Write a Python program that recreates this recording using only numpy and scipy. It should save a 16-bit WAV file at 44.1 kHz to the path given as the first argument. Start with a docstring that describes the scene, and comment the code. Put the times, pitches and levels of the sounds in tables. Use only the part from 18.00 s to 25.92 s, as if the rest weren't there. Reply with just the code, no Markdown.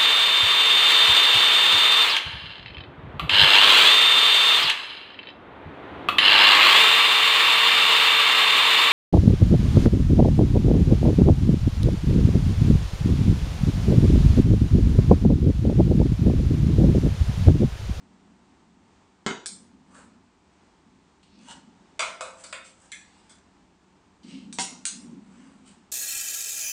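"""A plastic bottle with a little water in it knocks down on a table; its wall pops back as the hand lets go.
A cat paws it, and it skids off the table in a stick-slip squeak, then bounces and rolls on the floor.
A hand scuffs it, picks it up and sets it down again with another knock and a few pops.
Each blow is a burst of snaps that rings the plastic and a small, live room.
Under it all lie the low rumble of a hand-held camera, room air and a faint hum."""
import sys
import numpy as np
from scipy import signal
from scipy.fft import rfft, irfft
from scipy.io import wavfile
from scipy.ndimage import uniform_filter1d, map_coordinates

SR = 44100
rng = np.random.default_rng(int(sys.argv[2]) if len(sys.argv) > 2 else 0)


def wrap_up_sound(samples):
    """Save the sound to the file named by the first command line argument, as 16-bit audio."""
    columns = np.atleast_2d(samples).T
    # keep every value between -1 and 1, then stretch to whole-number steps
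    tamed = np.clip(columns, -1, 1)
    steps = np.round(tamed * 32767).astype(np.int16)
    wavfile.write(sys.argv[1], SR, steps)


N = 349132
TIME = np.arange(N) / SR

# Cue lists of the blows. Columns: start_s, strength_db, body_db, treble_db, tail_db, rebound_gap_ms,
# rebound_loss_db, first_notch_hz, reflection_share, low_note_hz, high_note_hz, notes_db,
# favoured_hz, favoured_db, muted_hz, muted_db, snap_db
TABLE_KNOCKS = [ (1.2635, 10, 9.5, -12, -0.5, 4.27, 5, 643, 0.1, 214.5, 388, -29, 3800, 0.5, 2560, -1.5, -7),
                (1.31, 1.5, 8.5, -36, -9, 2.6, 6, 690, 0.1, 262, 435, -37.5, 1400, 4, 5230, -9, -12),
                (6.5863, 8.5, 6.5, -9.5, -2.5, 6, 4.5, 449, 0.47, 768, 959, -30, 1650, -16, 1150, -5.5, -4)]  # the base lands on the table
FLOOR_BOUNCES = [ (3.9932, 14.5, -1, -11.5, 6.5, 2.4, 4, 594, 0.27, 631, 1347, -39.5, 2850, 2, 1870, -13, -6),
                 (4.0040, 8, -12, -12.5, -6, 3.2, 4.4, 600, 0.21, 1190, 2150, -58, 2300, 8.3, 1830, -14, -13),
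                 (4.0290, 7, -1, -16.5, 11, 2.8, 2.9, 544, 0.55, 663, 1310, -49, 1320, 1.6, 6460, 2, 2),
                 (4.2084, -7, 20.5, 3.5, 3.5, 6.4, 14, 643, 0.3, 523, 657, -43, 7400, 1.5, 3220, -1, -2.5),
                 (4.438, -14, 4.5, 9, 4, 2.2, 1.7, 680, 0.051, 530, 1475, -60, 4340, 3, 6260, -5, -16),
                 (4.5269, 3.5, -2.5, -9, 2, 1.6, 3, 654, 0.16, 529, 1310, -55, 3240, 3, 5760, -11, -7),
                 (4.918, 2, -25.5, -10, 3, 6.6, 7.6, 944, 0.91, 1850, 2100, -61, 1760, 9, 5260, -9, -14),
                 (5.2950, -20.5, 1, 3, 7.5, 30, 1.1, 850, 0.15, 1345, 2200, -87, 3450, 2.5, 2750, -17, -14)]  # the side hits the floor
WALL_POPS = [ (1.4596, 5, -0.87, 7.4, -2.5, 6.1, 3.1, 880, 0.055, 1670, 3420, -36, 4370, 2.4, 2810, -11, -24),
             (6.527, 0.5, 0.11, 1.6, 0.5, 4.2, 7, 990, 0.11, 1540, 3770, -64, 3720, 5.4, 1500, -5, -17),
             (6.5964, 9.5, 0, 9.6, 5.5, 7.9, 1.5, 703, 0.16, 1660, 4270, -35, 2950, 4.3, 8800, -5, -4),
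             (6.8536, 13.5, 0, 4.4, 1, 3.6, 8.8, 590, 0.095, 1410, 2660, -56, 2010, 6.3, 5400, -3, 1)]  # the thin wall snaps in or out under the fingers
# Tone colour of each kind of blow: pitch_hz, gain_db
KNOCK_COLOUR = [(40, -32), (110, -10.5), (165, -1.5), (240, -1), (410, -3), (560, -11), (900, -3.5),
                (1400, -1), (2400, -3.5), (3400, 3.5), (4500, 1.5), (5200, -4), (5900, 2), (8000, 4.5),
                (9500, -21)]
BOUNCE_COLOUR = [(100, -49), (420, -14.5), (540, -1.5), (660, 1.5), (800, -11), (1050, -2), (1350, -3),
                 (1800, -2.5), (2300, -2), (3600, -3), (5500, -3.5), (7600, 1), (9500, -2)]
POP_COLOUR = [(100, -70), (500, -30), (1000, -20.5), (1550, -7.5), (1950, -17.5), (2350, -9), (2850, -8.5),
              (3500, -11.5), (5400, -11.5), (6600, -12), (8000, -7.5), (9500, -10)]
# Resonances of each struck part of the bottle: pitch_hz, width_hz, gain_db
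BASE_MODES = [(401, 42, 1), (970, 37, 3.5), (1390, 140, 3), (1566, 38, 4.5), (2126, 76, 10), (3050, 110, 5),
              (3650, 120, -1.5), (3950, 90, -2), (5770, 98, 4), (6960, 130, 7), (7480, 170, -8),
              (7460, 130, 3)]
SIDE_MODES = [(1128, 25, 3), (1345, 30, 6), (1445, 30, 3), (1570, 60, 4), (2112, 25, 5), (2210, 25, 5),
              (2304, 40, 5), (2435, 50, 4), (2525, 20, 6), (3540, 130, 6), (4020, 110, 5), (4790, 230, 7),
              (5900, 160, 4), (7820, 260, 4)]
WALL_MODES = [(1570, 80, 3), (2848, 40, 4), (3564, 35, 5), (3780, 120, 4), (4128, 30, 6), (4580, 60, 4),
              (5230, 100, 3), (5830, 130, 4), (6421, 30, 5), (6717, 35, 3), (6851, 40, 5), (7008, 35, 3),
              (7280, 30, 4), (8273, 50, 3)]

# The swatted base skids over the table top: peak_s, rise_s, fall_s, level_db
SKIDS = [(3.492, 0.025, 0.011, -51.5), (3.514, 0.014, 0.015, -42.5)]
# Resonances that the skid excites: pitch_hz, width_hz, gain_db
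SKID_MODES = [(920, 33, -1.5), (990, 80, -10.5), (1540, 470, -5), (2940, 160, -3), (3250, 500, -19),
              (5830, 1300, -8.5), (7470, 940, -5.5)]
# Strokes of rubbing, sliding and rolling: peak_s, rise_s, fall_s, body_db, fizz_db, hiss_db
RUBS = [ (1.968, 0.047, 0.044, -56.5, -65.5, -57.5), (3.232, 0.0035, 0.0091, -85, -56.5, -61),
        (3.29, 0.025, 0.15, -91, -72, -93), (3.44, 0.047, 0.04, -69, -68.5, -65),
        (3.512, 0.028, 0.011, -56, -53, -68), (4.404, 0.024, 0.02, -60, -63, -51.5),
        (4.661, 0.015, 0.015, -68, -57.5, -47), (4.84, 0.047, 0.037, -70, -82, -62),
        (5.17, 0.32, 0.1, -86, -71, -69.5), (6.234, 0.0018, 0.012, -75, -53.5, -66),
        (6.292, 0.027, 0.095, -68.5, -56, -61), (7.40, 0.13, 0.16, -66.5, -71, -67.5),
        (7.679, 0.02, 0.031, -72, -63, -58)]
# Middle, high and top layers of the scrape: pitch_hz, gain_db
RUB_BODY = [(290, -27), (500, 5), (717, 0), (929, 3), (1150, 4), (1410, 4.5), (1530, 3), (1790, 0.5),
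            (2800, -17), (3640, -94), (6160, -120)]
RUB_FIZZ = [(1300, -66), (2100, 2), (2850, 9.5), (3600, 5.5), (4800, 4.5), (6300, -6), (8000, -28)]
RUB_HISS = [(4000, -27), (6300, -3), (7900, 4.5), (9500, -2.5)]

# Reverb time of the room: pitch_hz, t60_s
ROOM_DECAY = [(150, 0.32), (500, 0.67), (1400, 0.49), (3500, 0.41), (6500, 0.43), (9500, 0.29)]
# The hand shifts its grip on the camera: start_s, length_s, level_db
GRIP_SHIFTS = [ (0.0, 0.91, -59), (1.484, 0.69, -55), (2.856, 0.077, -56), (3.219, 0.6, -59),
               (3.367, 0.27, -55), (3.997, 0.086, -60), (6.235, 0.33, -44.5), (6.707, 0.098, -49.5),
               (6.919, 0.11, -47.5), (7.039, 0.1, -40), (7.277, 0.25, -50), (7.586, 0.18, -55.5)]
# Noise colours of the camera case and the room air: pitch_hz, gain_db
RUMBLE_COLOUR = [(65, -45), (110, -44), (138, -8), (200, 7), (279, 4.5), (303, -6.5), (324, -15.5),
                 (350, -6), (409, -24.5), (520, -18.5), (680, -49.5), (1140, -120)]
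AIR_COLOUR = [(15, -47), (25, -15), (60, -4), (89, -2.5), (121, -11.5), (176, -1.5), (249, -8.5),
              (371, -4.5), (400, -8), (540, -15.5), (868, -8.5), (1470, -16.5), (5800, -26.5),
              (7830, -26.5), (9800, -37.5), (12700, -54), (21600, -120)]
# Partials of the appliance hum: pitch_hz, level_db
HUM_PARTIALS = [(70, -79.5), (99, -79.5), (188.4, -72), (297, -75), (398, -82), (894, -79.5)]


def bottle():
    """Knocks, bounces and pops: base, side and thin wall each ring with a voice of their own."""
    out = np.zeros(N)
    for cue in TABLE_KNOCKS:
        add(out, cue[0], blow(cue, KNOCK_COLOUR, BASE_MODES,
                              crack_s=0.0017, note_t60_s=0.23, body_hz=395, tail_tilt_db=-1.0))
    for cue in FLOOR_BOUNCES:
        add(out, cue[0], blow(cue, BOUNCE_COLOUR, SIDE_MODES,
                              crack_s=0.0025, note_t60_s=0.78, body_hz=684, tail_tilt_db=-4.0))
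    for cue in WALL_POPS:
        add(out, cue[0], blow(cue, POP_COLOUR, WALL_MODES,
                              crack_s=0.00089, note_t60_s=0.025, body_hz=1210, tail_tilt_db=7.5))
    return out


def blow(cue, colour, modes, crack_s, note_t60_s, body_hz, tail_tilt_db, treble_hz=3600):
    """One hit in layers: a dry snap, a ringing crack with three rebounds, a tail and two wall notes."""
    strength_db, body_db, treble_db, tail_db, gap_ms, loss_db, notch_hz, reflection = cue[1:9]
    low_hz, high_hz, notes_db, favoured_hz, favoured_db, muted_hz, muted_db, snap_db = cue[9:]
    cracks, snap = np.zeros((2, SR))
    for k in range(4):
        add(cracks, k * gap_ms / 1000, amp(-k * loss_db) * buckle(crack_s))
    add(snap, 0.001, amp(snap_db) * buckle(0.0003))
    hz = abs(np.fft.fftfreq(16384, 1 / SR)) + 1
    body_bell = np.exp(-np.log(hz / body_hz) ** 2)
    treble_shelf = 1 / (1 + (treble_hz / hz) ** 4)
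    tone_db = strength_db + read(colour, hz) + body_db * body_bell + treble_db * treble_shelf
    # the wall beams its treble either at the listener or away into the room
    tail_filter = causal(tail_db + tail_tilt_db * (treble_shelf - 0.5))
    tail = signal.fftconvolve(afterring(modes), tail_filter)[:SR]
    wet_cracks = cracks + np.linalg.norm(cracks + snap) * flicker(tail)
    # the struck surface mirrors the sound a moment later and cuts a row of notches
    comb = abs(1 + np.clip(reflection, 0, 0.9) * np.exp(1j * np.pi * hz / notch_hz))
    # the struck spot favours one band and mutes another, each reaching about 11% either side
    spot_db = sum(gain_db * np.exp(-(np.log(hz / centre_hz) / 0.11) ** 2)
                  for centre_hz, gain_db in ((favoured_hz, favoured_db), (muted_hz, muted_db)))
    ring = causal(tone_db + wall_response(hz, modes) + spot_db + 20 * np.log10(comb))
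    # the snap is over before the wall starts to ring
    hit = signal.fftconvolve(wet_cracks, ring) + signal.fftconvolve(snap, causal(tone_db))
    notes = sloshing_notes(low_hz, high_hz, notes_db, note_t60_s)
    return hit[:SR] / np.linalg.norm(wet_cracks + snap) + notes


def buckle(crack_s, size=1024):
    """The wall buckles in a burst of tiny snaps: a crack with an even spectrum."""
    burst = rng.standard_normal(size) * np.exp(-TIME[:size] / crack_s)
    spectrum = rfft(burst, 4 * size)
    whitened = irfft(spectrum / (abs(spectrum) + 1e-9))[:size]
    return unit_energy(whitened * np.exp(-TIME[:size] / (10 * crack_s)))


def wall_response(hz, modes, spacing_hz=165, ripple_from_hz=2300, count=200):
    """Gain of the plastic in dB: strong modes, plus round humps and sharp dips new to each touch."""
    modes_db = sum(db / (1 + (2 * (hz - mode_hz) / width_hz) ** 2) for mode_hz, width_hz, db in modes)
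    gaps, depths = rng.uniform(0.3, 1.7, (count, 2)).T
    zigzag = np.interp(hz, np.cumsum(gaps) * spacing_hz, depths * (-1) ** np.arange(count))
    ripple = np.minimum(zigzag, 0.33 * np.tanh(zigzag / 0.33))
    return modes_db + 7.5 * ripple * hz / np.hypot(hz, ripple_from_hz)


def sloshing_notes(low_hz, high_hz, level_db, t60_s, slosh_hz=4.95, bend_share=0.011):
    """Two fading wall notes, bent in pitch as the water rocks."""
    t = TIME[:SR]
    bent_time = np.cumsum(1 + bend_share * np.sin(2 * np.pi * (slosh_hz * t + rng.random()))) / SR
    notes = np.sin(2 * np.pi * low_hz * bent_time) + np.sin(2 * np.pi * high_hz * bent_time)
    return notes * amp(level_db - 60 * t / t60_s)


def afterring(modes, crackle_db=2.8, merge_s=0.04, shimmer_db=-3.5, singing_db=-17):
    """The tail of a crack: lumpy early echoes merge into smooth reverb while the plastic rings on."""
    lumps = unit_rms(uniform_filter1d(rng.standard_normal(SR), size=60))
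    echoes = unit_energy(room() * amp(crackle_db * lumps * np.exp(-TIME[:SR] / merge_s)))
    return unit_energy(echoes + amp(shimmer_db) * shimmer() + amp(singing_db) * singing(modes))


def shimmer(t60_s=0.36, spacing_hz=120, count=80):
    """The plastic rings on in many weak modes; each blow picks its own."""
    offsets, phases = rng.random((count, 2)).T
    pitches_hz = ((np.arange(count) + offsets) * spacing_hz).astype(int)
    spectrum = np.zeros(SR // 2 + 1, complex)
    spectrum[pitches_hz] = np.exp(2j * np.pi * phases)
    return unit_energy(irfft(spectrum, SR) * amp(-60 * TIME[:SR] / t60_s))


def singing(modes, longest_t60_s=0.33, narrow_hz=35):
    """The strong modes sing on after a blow, the narrow ones longest."""
    t, ring = TIME[:SR], np.zeros(SR)
    for hz, width_hz, db in modes:
        t60_s = longest_t60_s / max(1, width_hz / narrow_hz)
        ring += amp(db - 60 * t / t60_s) * np.sin(2 * np.pi * (hz * t + rng.random()))
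    return unit_energy(ring)


def flicker(x, treble_depth_db=6.5, from_hz=1800, patch_hz=260, patch_s=0.088):
    """Narrow bands swell and drop out at random, most of all in the treble; the energy is kept."""
    hz, t, bands = signal.stft(x, SR, nperseg=256)
    grid = np.meshgrid(hz / patch_hz, t / patch_s, indexing="ij")
    patches = map_coordinates(rng.uniform(-1, 1, (128, 64)), grid, order=3, mode="wrap")
    depth_db = treble_depth_db * hz / np.hypot(hz, from_hz)
    out = signal.istft(bands * amp(depth_db[:, None] * patches), SR, nperseg=256)[1][:len(x)]
    return unit_energy(out) * np.linalg.norm(x)


def skidding(grain_db=2, reverb_db=-4):
    """The base sticks and slips across the table, and the slips make the bottle sing briefly."""
    slips = rng.standard_normal(N) * amp(grain_db * drift(rate_hz=300))
    ring = sum(amp(db) * unit_rms(signal.lfilter(*signal.iirpeak(hz, hz / width_hz, SR), slips))
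               for hz, width_hz, db in SKID_MODES)
    pressure = sum(amp(db) * stroke(peak_s, rise_s, fall_s) for peak_s, rise_s, fall_s, db in SKIDS)
    out = unit_rms(ring) * pressure
    return out + amp(reverb_db) * signal.fftconvolve(out, room())[:N]


def rubbing(grain_db=2.6):
    """Paw, hand and floor rub the bottle, and a sleeve rustles as the arm draws back: dense little slips make a
    broad, shifting scrape."""
    slips = flicker(rng.standard_normal(N) * amp(grain_db * drift(rate_hz=310)))
    body, fizz, hiss = tint(slips, RUB_BODY), tint(slips, RUB_FIZZ), tint(slips, RUB_HISS)
    out = np.zeros(N)
    for peak_s, rise_s, fall_s, body_db, fizz_db, hiss_db in RUBS:
        scrape = amp(body_db) * body + amp(fizz_db) * fizz + amp(hiss_db) * hiss
        out += stroke(peak_s, rise_s, fall_s) * scrape
    return out + signal.fftconvolve(out, room())[:N]


def stroke(peak_s, rise_s, fall_s):
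    """Pressure of a stroke that swells to its peak and fades."""
    distance = abs(TIME - peak_s) / np.where(TIME < peak_s, rise_s, fall_s)
    return 1 / np.cosh(np.minimum(distance, 20)) ** 2


def room(build_s=0.0064):
    """The small room's reverb: a diffuse tail that builds up, then dies band by band."""
    hz, t, bands = signal.stft(rng.standard_normal(SR), SR, nperseg=256)
    decay = amp(-60 * t / read(ROOM_DECAY, hz)[:, None])
    tail = signal.istft(bands * decay, SR, nperseg=256)[1][:SR]
    return unit_energy(tail * (1 - np.exp(-(TIME[:SR] / build_s) ** 2)))


def handling(rest_db=-69.5, attack_s=0.015, release_s=0.074, sag_db_per_s=5.5, tremor_db=1.5):
    """Fingers stir a dull resonance of the camera case: faint at rest, louder as the grip slips."""
    power = np.full(N, amp(rest_db) ** 2)
    for start_s, length_s, db in GRIP_SHIFTS:
        age_s = np.maximum(TIME - start_s, 0)
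        attack = np.minimum(age_s / attack_s, 1)
        release = np.exp(-np.maximum(age_s - length_s, 0) / release_s)
        power += (attack * release * amp(db - sag_db_per_s * age_s)) ** 2
    rumble = tint(rng.standard_normal(N), RUMBLE_COLOUR)
    return rumble * np.sqrt(power) * amp(-tremor_db * drift(rate_hz=15))


def room_air(level_db=-61.5, swell_db=1.0):
    """A bed of dark room noise that gently swells and sinks."""
    return tint(rng.standard_normal(N), AIR_COLOUR) * amp(level_db + swell_db * drift(rate_hz=3))


def appliance_hum(waver_rad=0.19):
    """A faint hum whose partials each waver in phase."""
    return np.sqrt(2) * sum(amp(db) * np.sin(2 * np.pi * hz * TIME + waver_rad * drift(rate_hz=6.1))
                            for hz, db in HUM_PARTIALS)


def amp(db):
    """Decibels to gain."""
    return 10 ** (np.asarray(db) / 20)


def unit_rms(x):
    """Scales to an rms of one."""
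    return x / np.sqrt(np.mean(x ** 2) + 1e-20)


def unit_energy(x):
    """Scales to an energy of one."""
    return x / np.linalg.norm(x)


def read(curve, hz):
    """Reads a curve on a log-frequency axis."""
    points_hz, values = np.transpose(curve)
    return np.interp(np.log(hz + 1), np.log(points_hz), values)


def add(mix, start_s, sound):
    """Mixes a sound in at its cue."""
    part = mix[round(start_s * SR):][:len(sound)]
    part += sound[:len(part)]


def tint(x, colour):
    """Equalises a scene-long sound and scales it to an rms of one."""
    return unit_rms(irfft(rfft(x) * amp(read(colour, np.fft.rfftfreq(N, 1 / SR))), N))


def causal(gain_db):
    """Minimum-phase impulse response with a sharp attack, from gains over the full frequency circle."""
    log_spectrum = np.conj(signal.hilbert(np.log(amp(gain_db))))
    return np.fft.ifft(np.exp(log_spectrum)).real[:len(gain_db) // 2]


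def drift(rate_hz):
    """Smooth random wander with an rms of one."""
    lowpass = np.exp(-(np.fft.rfftfreq(N, 1 / SR) / rate_hz) ** 2)
    return unit_rms(irfft(rfft(rng.standard_normal(N)) * lowpass, N))


def scene():
    """The mono mix, from the bottle down to the room tone."""
    return (bottle() + skidding() + rubbing() + handling() + room_air() + appliance_hum())[None]


def record(dry):
    """A steep low-pass takes the top off the mix."""
    lowpass = signal.firwin(401, cutoff=9690, window=("kaiser", 8), fs=SR)
    return signal.oaconvolve(dry, lowpass[None], "same")


dry = scene()
out = record(dry)
wrap_up_sound(out)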